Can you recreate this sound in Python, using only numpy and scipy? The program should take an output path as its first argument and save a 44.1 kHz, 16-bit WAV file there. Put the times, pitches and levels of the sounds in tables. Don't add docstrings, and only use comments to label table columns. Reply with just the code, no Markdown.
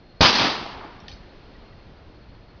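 import sys
import numpy as np
from scipy import signal
from scipy.fft import rfft, irfft, next_fast_len
from scipy.io import wavfile
from scipy.ndimage import uniform_filter1d, map_coordinates

SR = 44100
rng = np.random.default_rng(int(sys.argv[2]) if len(sys.argv) > 2 else 0)


def gain_from_db(level_db):
    decades = np.asarray(level_db, float) / 20
    return 10 ** decades


def transcribe(signal):
    frames = np.atleast_2d(signal).T
    limited = np.clip(frames, -1, 1)
    pcm = np.round(limited * 32767).astype(np.int16)
    wavfile.write(sys.argv[1], SR, pcm)


N = 114660
T = np.arange(N) / SR

# start_s, push_level_db, push_length_ms
SHOTS = [(.2074, 6, 1.1), (.2187, 1, 1.5), (.2496, 3, .6)]
# frequency_hz, density_db (per Hz)
BLAST_SPECTRUM = [(40, -12.5), (100, -3.5), (290, 0.5), (510, -5.5), (900, 2.5), (1600, -4), (2700, -3.5),
                  (4700, -1.5), (9000, -8.5)]


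def unit(x):
    return x / np.sqrt(np.mean(x ** 2) + 1e-20)


def along(points, hz):
    f, v = np.transpose(points)
    return np.interp(np.log(hz + 1), np.log(f + 1), v)


def wobble(rate):
    return map_coordinates(rng.standard_normal(int(N * rate / SR) + 4), [T * rate])


def filtered(x, response):
    m = next_fast_len(N + SR // 2)
    return irfft(rfft(x, m) * response(np.fft.rfftfreq(m, 1 / SR)), m)[..., :N]


def patchy(patchy_db):
    z = signal.stft(rng.standard_normal(N), nperseg=512)[2]
    field = rng.standard_normal(z.shape)
    for axis in (0, 1):
        field = uniform_filter1d(field, size=5, axis=axis)
    return unit(signal.istft(z * gain_from_db(patchy_db * unit(field)), nperseg=512)[1][:N])


def burst(s, t60, swell=0.00038):
    t = np.maximum(T - s, 0)
    return (1 - np.exp(-(t / swell) ** 2)) * gain_from_db(-60 * t / t60)


def blasts():
    suction = .65
    paths = [(0, 0), (.0017, -2)]
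    out = np.zeros(N)
    for start_s, level_db, length_ms in SHOTS:
        for delay_s, path_db in paths:
            s = start_s + delay_s
            v = np.maximum(T - s, 0) / (length_ms / 1000)
            pulse = (T >= s) * (1 - suction * v) * np.exp(-v)
            out += gain_from_db(level_db + path_db) * pulse
    return out


def scattered():
    # delay_s, swell_s, level_db, t60_s, treble_loss_db_per_khz, lowest_hz
    scatterers = [(.0002, .003, -9.5, 0.32, 0, 150), (.112, 0.013, -20, .6, 0, 150),
                  (.18, 0.024, -22, .6, 0.5, 90), (.3, 0.088, -36, 1.027, 2, 150),
                  (.52, 0.043, -40.5, .7, 7.5, 700), (.5, 0.16, -51, 1.7, 3.5, 1010)]
    clumpy_db, clumps_per_s = 1.2, 200
    out = np.zeros(N)
    for delay, swell, db, t60, loss_db, low_hz in scatterers:
        power = sum((gain_from_db(shot_db) * burst(s + delay, t60, swell)) ** 2 for s, shot_db, _ in SHOTS)

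        def response(hz):
            low_cut = hz / np.hypot(hz, low_hz)
            return gain_from_db(along(BLAST_SPECTRUM, hz) - loss_db * hz / 1000) * low_cut

        noise = unit(filtered(patchy(1.5), response))
        out += gain_from_db(db + clumpy_db * wobble(clumps_per_s)) * np.sqrt(power) * noise
    return out


def wall_slaps():
    # start_s, level_db
    slap_times = [(.267, -11), (.329, -17), (.349, -14), (.357, -15), (.396, -11), (.414, -14), (.431, -14),
                  (.447, -12)]
    slap_t60 = .03
    boom_db, boom_hz, boom_t60 = -7, 202, 0.044
    booms = np.zeros(N)
    envelope = np.zeros(N)
    for s, db in slap_times:
        envelope += gain_from_db(db) * burst(s - .001, slap_t60, 0.00062)
        tone = np.sin(2 * np.pi * boom_hz * (T - s))
        booms += gain_from_db(db + boom_db) * burst(s, boom_t60, .002) * tone
    noise = filtered(rng.standard_normal(N), lambda hz: gain_from_db(along(BLAST_SPECTRUM, hz)))
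    return booms + envelope * unit(noise)


def travelled(x):
    air_loss_db = 1.5
    hz, t, z = signal.stft(x, SR, nperseg=256)
    loss_db = air_loss_db * np.outer(hz / 1000, np.maximum(t - SHOTS[0][0], 0))
    return signal.istft(z * gain_from_db(-loss_db), SR, nperseg=256)[1][:N]


def echoes():
    return travelled(scattered() + wall_slaps())


def action():
    # start_s, level_db, loudest_hz, spread_octaves, t60_s
    contacts = [(.2007, -43, 5200, .4, .025), (1.0012, -49, 5500, .1, .06), (1.002, -51, 3300, .6, .03),
                (1.0815, -30.5, 3300, .9, .035), (1.094, -42, 4200, .8, .06), (1.114, -37, 3800, .8, .03),
                (1.125, -45, 4800, .4, .03), (1.133, -43, 4800, .4, .03)]
    # center_hz, width_hz, gain_db
    steel = [(1810, 90, 5.5), (2360, 90, 4.5), (3060, 140, -1), (3800, 130, -3), (4370, 120, -2.5),
             (4930, 140, 1.5), (5480, 100, 0), (5950, 180, 5)]
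    crack_db = -9.5
    wet_db, lawn_t60 = -6.5, 0.28
    out = np.zeros(N)
    for s, db, loudest_hz, spread, t60 in contacts:
        def ringing(f):
            modes = sum(gain_from_db(g) * 1j * f * w / (c * c - f * f + 1j * f * w) for c, w, g in steel)
            focus = np.exp(-(np.log2((f + 1) / loudest_hz) / spread) ** 2)
            body = (gain_from_db(crack_db) + modes) * focus
            return unit(np.abs(body)) * np.exp(1j * np.angle(body))

        scrape = burst(s, t60) * rng.standard_normal(N)
        out += gain_from_db(db) * filtered(scrape, ringing)
    tail = rng.standard_normal(N) * burst(0.0023, lawn_t60, 0.0024)
    return out + gain_from_db(wet_db) * signal.fftconvolve(out, tail / np.linalg.norm(tail))[:N]


def crickets():
    # time_s, level_db
    trill_course = [(0, -71), (.2, -66), (1.2, -69), (1.5, -72.5), (1.7, -65), (1.86, -73), (1.9, -88.5),
                    (2.6, -79)]
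    # middle_s, level_db
    chirp_times = [(1.977, -65.5), (2.11, -71), (2.163, -67.5), (2.23, -66), (2.298, -67), (2.355, -68),
                   (2.44, -70), (2.497, -66.5), (2.572, -67)]
    trill_hz, half_width_hz = 4255, 30
    pulsed_db, pulses_per_s = 2, 35
    chirp_hz, chirp_s = 4310, 0.035
    trill = unit(filtered(rng.standard_normal(N), lambda hz: 1 / (1 + ((hz - trill_hz) / half_width_hz) ** 2)))
    chirps = sum(gain_from_db(db) * np.exp(-(2 * (T - s) / chirp_s) ** 4) for s, db in chirp_times)
    phase = 2 * np.pi * chirp_hz * T + .5 * wobble(60)
    tone = np.sqrt(2) * np.sin(phase) * gain_from_db(1.8 * wobble(150))
    trill_db = np.interp(T, *np.transpose(trill_course)) + pulsed_db * wobble(pulses_per_s)
    return gain_from_db(trill_db) * trill + chirps * tone


def bird():
    # middle_s, level_db, middle_pitch_hz
    bird_notes = [(1.559, -52, 1930), (1.732, -53, 1940)]
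    note_s, fall_hz_per_s = 0.016, 5400
    out = np.zeros(N)
    for s, db, hz in bird_notes:
        t = T - s
        tone = np.sin(2 * np.pi * (hz - fall_hz_per_s * t / 2) * t)
        out += gain_from_db(db) * np.exp(-(2 * t / note_s) ** 2) * tone
    return out


def air():
    # (per Hz, relative)
    air_spectrum = [(12, -13), (22, -1), (54, -4.5), (115, -7.5), (300, -12.5), (700, -21), (1200, -26.5),
                    (2800, -33), (4500, -36), (9000, -44.5)]
    air_db = -46
    low = filtered(patchy(1.5), lambda hz: gain_from_db(along(air_spectrum, hz)) / (1 + (hz / 250) ** 2))
    high = filtered(patchy(0.54), lambda hz: gain_from_db(along(air_spectrum, hz)) / (1 + (250 / (hz + 1)) ** 2))
    rumble = low * gain_from_db(.8 * wobble(8.38))
    hiss = high * gain_from_db(0.95 * wobble(1.3))
    return gain_from_db(air_db) * unit(rumble + hiss)


def scene():
    return (blasts() + echoes() + action() + crickets() + bird() + air())[None]


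def band_limit(x):
    return signal.sosfilt(signal.butter(12, 7360, fs=SR, output="sos"), x)


def record(dry):
    # frequency_hz, gain_db
    mic_response = [(30, -0.5), (4800, 0.5), (5250, -3), (5500, -7), (5800, -7.5), (6300, -12.5),
                    (6900, -31), (7300, -46), (7700, -72.5), (12500, -74), (13500, -95), (22050, -95)]
    overload, knee = 0.51, 6.9
    low_cut_hz, hiss_db = 12, -103
    flat = dry / (1 + np.abs(dry / overload) ** knee) ** (1 / knee)
    dull = filtered(flat, lambda hz: gain_from_db(along(mic_response, hz)) * 1j * hz / (low_cut_hz + 1j * hz))
    mix = dull + gain_from_db(hiss_db) * rng.standard_normal(dry.shape)
    return band_limit(mix)


dry = scene()
out = record(dry)
transcribe(out)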